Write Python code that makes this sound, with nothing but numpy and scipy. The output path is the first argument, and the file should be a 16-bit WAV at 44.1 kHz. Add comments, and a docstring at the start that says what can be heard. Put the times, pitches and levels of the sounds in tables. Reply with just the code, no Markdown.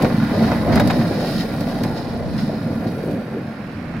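"""A steel plow blade judders and booms over packed snow and ice, a few metres from a stereo microphone.
Its edge sticks, slips and grinds, its loose mount clanks, ice cracks, and snow crunches under edge and
tyres. The diesel pickup pushing it crawls past, its firings a low thrum that slows and picks up again.
As the truck turns its tail, a rush from behind it comes up on the right.
A gust of air brushes the microphone."""
import sys
import numpy as np
from scipy import signal
from scipy.fft import rfft, irfft
from scipy.io import wavfile
from scipy.ndimage import uniform_filter1d

SR = 44100
rng = np.random.default_rng(int(sys.argv[2]) if len(sys.argv) > 2 else 0)


def wav_out(sig):
    """Save sig, one row per channel (or a flat mono array), as 16-bit PCM at SR to the path in sys.argv[1]."""
    wavfile.write(sys.argv[1], SR, np.round(np.clip(np.atleast_2d(sig).T, -1, 1) * 32767).astype(np.int16))


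N = 176400
T = np.arange(N) / SR
FREQS = np.arange(N // 2 + 1) * SR / N

# Boom of the blade, a few metres off: time_s, level_db
BOOM_LEVEL = [(0, -17.5), (.12, -19.5), (.25, -23), (.43, -16), (.62, -24.5), (.75, -17), (.88, -17.5),
              (1.05, -20.5), (1.5, -24), (1.85, -23.5), (2.15, -27), (2.45, -24.5), (3.05, -24),
              (3.6, -33.5), (3.75, -29), (4, -29.5)]
# Modes of the steel blade: pitch_hz, width_hz, gain_db
BLADE_MODES = [(102.7, 15.6, -7), (136, 53, -4), (175.5, 40.6, -4.5), (221.7, 15.2, -0.5),
               (240.4, 26.6, -5), (303.7, 33, -8.5)]
# Broad body under those modes: frequency_hz, gain_db
BLADE_COLOUR = [(25, -31.5), (80, -10), (150, -1.5), (270, -6), (450, -19), (2500, -82.5)]
# Ridges striking the blade: start_s, relative_db
RIDGE_BUMPS = [(.102, -5.5), (.172, -3), (.31, -5.5), (.427, -0.5), (0.692, -2), (0.752, -2), (0.843, 0),
               (.968, -7), (1.603, -6.5), (2.375, -9), (2.472, -7), (2.655, -7), (2.748, -7), (2.857, -4.5),
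               (3.108, -8)]

def blade():
    """The edge sticks and slips in surges, shaking the steel blade; ridges bump it harder."""
    judder = slips(per_s=900, spread_db=0.5) * np.sign(noise())
    judder = unit(judder * undb(1.3 * walk(rate_hz=16)))
    boom = undb(0.5) * ring(judder, BLADE_MODES) + undb(-5.5) * colour(judder, BLADE_COLOUR)
    pushes = fade(blows(RIDGE_BUMPS), decay_s=0.0004)
    bumps = ring(pushes[None], BLADE_MODES)
    return spread(undb(curve(BOOM_LEVEL)) * boom) + undb(-6) * bumps / np.abs(bumps).max()


# Scraping at ground level: time_s, grind_db, rasp_db
SCRAPE_LEVELS = [(0, -22.5, -29), (.08, -25, -36), (.25, -33.5, -35), (.35, -24, -34), (.47, -27.5, -31),
                 (.61, -29, -35), (.72, -21, -31), (.8, -22, -32), (.95, -25.5, -35), (1.25, -26, -38.5),
                 (1.5, -31, -39.5), (1.85, -29.5, -41), (2.2, -32.5, -41.5), (2.9, -33, -42.5),
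                 (3.6, -39, -46), (4, -40, -57)]
# The low grind: frequency_hz, gain_db
GRIND_COLOUR = [(200, -27), (340, 1.5), (430, -3.5), (490, 0.5), (710, -3), (800, -8), (1500, -36.5),
                (5000, -58.5)]
# The brighter rasp: frequency_hz, gain_db
RASP_COLOUR = [(500, -14), (900, 5), (1320, 2), (2000, -3), (2400, -5.5), (2800, -13), (9000, -40)]
# Modes of the cutting edge: pitch_hz, width_hz, gain_db
EDGE_MODES = [(1474, 150, 6), (1860, 40, 7.5), (2015, 27, 4.5), (3730, 100, -3), (4650, 130, -8)]

def cutting_edge():
    """The cutting edge grinds and rasps over rough ice, and rings faintly."""
    grit = grains(per_s=700, spread_db=3, decay_s=0.0072, patchy_db=1.5)
    grind = colour(grit, GRIND_COLOUR) * undb(curve(SCRAPE_LEVELS) + 1)
    chips = grains(per_s=900, spread_db=0.5, decay_s=0.0029, patchy_db=0.5)
    chips *= undb(curve(SCRAPE_LEVELS, column=2))
    rasp = short_echoes(colour(chips, RASP_COLOUR))
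    return spread(grind + undb(1) * rasp + undb(-10) * ring(chips, EDGE_MODES))


def short_echoes(x, decay_s=0.006, echo_db=-7):
    """Many short echoes colour the scrape, and the colour drifts slowly."""
    t = T[:N // 100]
    tails = rng.standard_normal((2, len(t))) * np.exp(-t / decay_s)
    first, second = (convolve(x, tail / np.linalg.norm(tail)) for tail in tails)
    drift = walk(rate_hz=2)
    echoes = np.cos(drift) * first + np.sin(drift) * second
    return (x + undb(echo_db) * echoes) / np.hypot(1, undb(echo_db))


# Jolts of the mount at the truck's nose: start_s, level_db
MOUNT_JOLTS = [(0.046, -10.5), (0.394, -19), (0.516, -11.5), (0.724, -14), (0.757, -14), (0.775, -13.5),
               (0.797, -10), (0.899, -6.5), (1.012, -15.5), (1.838, -19), (2.388, -20)]
# Modes of the mount: pitch_hz, width_hz, gain_db
MOUNT_MODES = [(581, 30, 8), (705, 55, 9), (2010, 170, -3.5), (2034, 55, -1), (3760, 59, -10)]
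# Unpitched rattle in each clank: frequency_hz, gain_db
RATTLE_COLOUR = [(350, -6), (800, 4), (2150, 2), (2900, -10), (4800, -13), (9000, -38)]

def mount():
    """The loose mount slams at each jolt and chatters briefly, ringing its steel."""
    chatter = grains(per_s=2100, spread_db=0.5, decay_s=0.0013, patchy_db=0.5)
    chatter *= fade(blows(MOUNT_JOLTS), decay_s=0.013)
    return undb(-9) * spread(ring(chatter, MOUNT_MODES) + undb(-2.5) * colour(chatter, RATTLE_COLOUR))


# Packed snow giving way: time_s, crunch_db, spray_db
SNOW_LEVELS = [(0, -43.5, -51), (.27, -44.5, -52.5), (.45, -41.5, -51.5), (.62, -45, -51.5),
               (.76, -43, -52), (.97, -42, -49.5), (1.17, -44, -51), (1.28, -37.5, -47), (1.41, -39, -46.5),
               (1.45, -46.5, -51.5), (1.85, -46, -53.5), (2.25, -51.5, -60), (2.43, -45.5, -54),
               (2.53, -51, -58), (3.06, -53.5, -56), (3.3, -57, -63.5), (4, -58.5, -67)]
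# Lumps being crushed: start_s, level_db
SNOW_LUMPS = [(.415, -37), (.718, -36), (1.385, -35.5), (1.665, -40.5), (1.965, -41.5), (2.374, -40),
              (2.86, -47)]
# The crunch: frequency_hz, gain_db
CRUNCH_COLOUR = [(1200, -12), (2600, -5), (4500, -2), (5200, -4), (5800, -10), (7500, -22), (15000, -26)]
# Fine spray of crumbs: frequency_hz, gain_db
SPRAY_COLOUR = [(4000, -10), (7700, -1), (10000, 6.5), (14000, 1), (15500, -0.5)]
# Ice breaking under the edge, and one late sharp crunch of a snow lump at 3.11 s: start_s, level_db
ICE_CRACKS = [(0.022, -32), (0.756, -29), (0.798, -30.5), (0.874, -30.5), (0.9076, -35), (1.607, -37.5),
              (1.835, -33), (3.11, -47)]
# The snap of that ice: frequency_hz, gain_db
CRACK_COLOUR = [(1000, -1), (4700, 13.5), (6500, 1.5), (13500, 4), (16000, -5)]

def snow_and_ice(lump_s=0.016):
    """Snow crunches against the ringing edge, lumps collapse, crumbs spray, and at times ice cracks."""
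    # Fading twice rounds each lump into a swell that peaks after lump_s.
    lumps = fade(fade(blows(SNOW_LUMPS), lump_s), lump_s) * np.e / (lump_s * SR)
    crushing = np.hypot(undb(curve(SNOW_LEVELS) + 2), lumps)
    spraying = np.hypot(undb(curve(SNOW_LEVELS, column=2) + 0.5), undb(-19) * lumps)
    fractures = grains(per_s=2800, spread_db=2, decay_s=0.0022, patchy_db=0.64)
    crumbs = grains(per_s=3500, spread_db=3, decay_s=0.0014, patchy_db=0.1)
    crunch = colour(fractures, CRUNCH_COLOUR) * crushing
    spray = colour(crumbs, SPRAY_COLOUR) * spraying
    cracks = colour(noise() * fade(blows(ICE_CRACKS), decay_s=0.008), CRACK_COLOUR)
    ringing = undb(-8.5) * ring(crunch, EDGE_MODES)
    return spread(short_echoes(crunch + spray) + ringing + undb(2.5) * cracks)


# Tyres passing the microphone: time_s, centre_hz, level_db
TYRE_PASS = [(0, 600, -44), (1.2, 620, -34), (1.52, 620, -43), (1.64, 620, -33.5), (1.88, 800, -38),
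             (2.2, 680, -47), (2.8, 500, -41), (3.12, 398.6, -26.5), (3.27, 400, -42), (3.38, 380, -30),
             (3.52, 360, -63)]

def tyres(width_hz=265):
    """A band of tread roar that lifts a little, then sinks in pitch as the wheels go by."""
    tread = signal.sosfilt(signal.butter(3, width_hz / 2, fs=SR, output="sos"), noise())
    roar = unit(tread * np.sin(2 * np.pi * np.cumsum(curve(TYRE_PASS)) / SR))
    return spread(roar * undb(curve(TYRE_PASS, column=2)))


# The diesel at a crawl: time_s, firing_hz, level_db
ENGINE_RUN = [(0, 40, -32.5), (.8, 40.4, -50), (1.7, 33.6, -39), (2.3, 26.6, -50), (2.85, 32, -45.5),
              (3.45, 41.6, -63), (4, 34.5, -40)]
# Clatter of the block: frequency_hz, gain_db
CLATTER_COLOUR = [(200, -18), (550, -1), (1800, -10), (8000, -40.5)]

def engine(puff_s=0.0047, tick_s=0.0018, pipe_hz=45):
    """Each firing puffs through the muffler and ticks in the block."""
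    firing_hz = curve(ENGINE_RUN) * (1 + 0.027 * walk(rate_hz=8.9))
    since_firing_s = np.cumsum(firing_hz) / SR % 1 / firing_hz
    strength = undb(2.4 * walk(rate_hz=38.1))
    puffs = strength * since_firing_s * np.exp(-since_firing_s / puff_s)
    muffler = signal.butter(2, [pipe_hz / 2, pipe_hz], "band", fs=SR, output="sos")
    thrum = unit(signal.sosfilt(muffler, puffs))
    ticks = noise() * strength * np.exp(-since_firing_s / tick_s)
    clatter = spread(unit(colour(ticks, CLATTER_COLOUR)))
    return undb(curve(ENGINE_RUN, column=2)) * (thrum + undb(-2) * clatter)


# The tail turning toward the microphone: time_s, level_db
TAIL_LEVEL = [(0, -71), (2.8, -47.5), (3.4, -45), (4, -38.5)]
# Rush from behind the truck: frequency_hz, gain_db
RUSH_COLOUR = [(400, -6), (1100, -2.5), (1650, -2.5), (2500, -8), (4500, -29.5), (12000, -42)]
# Drone of the muffler: frequency_hz, gain_db
DRONE_COLOUR = [(30, -37), (80, 0.5), (135, -1), (260, -8), (1500, -70)]

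def truck_tail(right_lead_db=4.5):
    """A smooth rush from behind the truck, to the right, over the drone of the muffler."""
    pan = undb([[-right_lead_db / 2], [right_lead_db / 2]])
    rush = pan * spread(colour(noise(), RUSH_COLOUR))
    drone = spread(colour(noise(), DRONE_COLOUR))
    return undb(curve(TAIL_LEVEL)) * (rush + undb(3.5) * drone)


# Wind rumble right on the microphone: frequency_hz, gain_db
WIND_COLOUR = [(33, -11), (70, 11), (140, 4), (260, -7), (1500, -73)]
# Gusts reaching it: time_s, relative_db
WIND_GUSTS = [(0, -12), (.25, -9), (.76, 14.5), (1.03, 3.5), (1.25, -13), (1.37, 1), (1.5, -13), (2.35, 7),
              (2.6, -13), (3.4, -28)]

def breeze():
    """Light air rumbles on each microphone port separately."""
    return colour(noise(), WIND_COLOUR) * undb(curve(WIND_GUSTS) - 36)


# Likeness of left and right at the microphone: frequency_hz, likeness_0_to_1
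PORT_LIKENESS = [(100, 1), (290, 1), (640, 0.85), (1300, 0.64), (2400, .5), (4500, 0.1), (8000, 0.27)]

def spread(pair):
    """Send a shared and a scattered signal to left and right; bass stays alike, treble does not."""
    shared, scattered = pair
    alike = np.clip(by_hz(PORT_LIKENESS), 0, 0.99)
    side = irfft(rfft(scattered) * np.sqrt((1 - alike) / (1 + alike)), N)
    return np.array([shared + side, shared - side])


def undb(db):
    """Decibels to gain."""
    return 10 ** (np.asarray(db) / 20)


def unit(x):
    """Scale to rms 1."""
    return x / np.sqrt(np.mean(x ** 2))


def curve(rows, column=1):
    """One column of a time table, at every sample."""
    rows = np.array(rows)
    return np.interp(T, rows[:, 0], rows[:, column])


def by_hz(points):
    """Points joined on a log-frequency axis."""
    hz, values = np.array(points).T
    return np.interp(np.log(FREQS + 1), np.log(hz), values)


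def convolve(x, response):
    """Pass each channel through one impulse response."""
    return signal.fftconvolve(x, response[None], axes=1)[:, :N]


def colour(x, points):
    """Minimum-phase filter through (Hz, dB) points; keeps the power of white noise."""
    cepstrum = irfft(np.log(unit(undb(by_hz(points)))), N)
    cepstrum[1:N // 2] *= 2
    cepstrum[N // 2 + 1:] = 0
    return convolve(x, irfft(np.exp(rfft(cepstrum)), N)[:N // 20])


def ring(x, modes):
    """Drive damped modes of alternating sign; keeps the power of white noise."""
    t = T[:N // 10]
    response = np.zeros(len(t))
    for k, (hz, width_hz, db) in enumerate(modes):
        envelope = undb(db) * np.sqrt(width_hz) * np.exp(-np.pi * width_hz * t)
        response += (-1) ** k * envelope * np.sin(2 * np.pi * hz * t)
    return convolve(x, response / np.linalg.norm(response))


def noise():
    """Two unrelated white noises."""
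    return rng.standard_normal((2, N))


def walk(rate_hz):
    """A smooth random wander of rms 1."""
    hold = int(SR / rate_hz)
    steps = rng.standard_normal(N)[np.arange(N) // hold]
    return unit(uniform_filter1d(steps, hold))


def slips(per_s, spread_db):
    """Random impulses of uneven size."""
    return (rng.random(N) < per_s / SR) * undb(spread_db * np.minimum(rng.exponential(size=N), 5))


def fade(x, decay_s):
    """Give every impulse an exponential tail."""
    return signal.lfilter([1], [1, -np.exp(-1 / (decay_s * SR))], x)


def blows(rows):
    """An impulse for each row."""
    impulses = np.zeros(N)
    for start_s, level_db in rows:
        impulses[int(start_s * SR)] += undb(level_db)
    return impulses


def grains(per_s, spread_db, decay_s, patchy_db):
    """Dense tiny fractures that come in patches."""
    bursts = noise() * np.sqrt(fade(slips(per_s, spread_db) ** 2, decay_s))
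    return unit(bursts * undb(patchy_db * walk(rate_hz=30.14)))


def scene():
    """All sources in the open, over sound-absorbing snow."""
    plow = blade() + cutting_edge() + mount() + snow_and_ice()
    return plow + tyres() + engine() + truck_tail() + breeze()


# Imbalance of the microphone's two ports: frequency_hz, left_minus_right_db
PORT_BALANCE = [(60, 1), (200, -1.2), (380, 0), (680, 0.7), (1200, -2), (2400, -2.5), (3300, 3),
                (4500, -5.5), (6500, 0), (8500, 6.5), (11000, 3), (14500, 15)]

def record(dry):
    """The two ports differ in colour; the tallest peaks are rounded and the top is cut."""
    ceiling, top_hz = 0.95, 15800
    tilt_db = by_hz(PORT_BALANCE)
    ports = undb([tilt_db / 2, -tilt_db / 2])
    ports /= np.sqrt(np.mean(ports ** 2, axis=0))
    heard = irfft(rfft(dry) * ports, N)
    rounded = heard / (1 + (heard / ceiling) ** 6) ** (1 / 6)
    return signal.sosfilt(signal.ellip(10, 0.2, 80, top_hz, fs=SR, output="sos"), rounded)


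dry = scene()
out = record(dry)
wav_out(out)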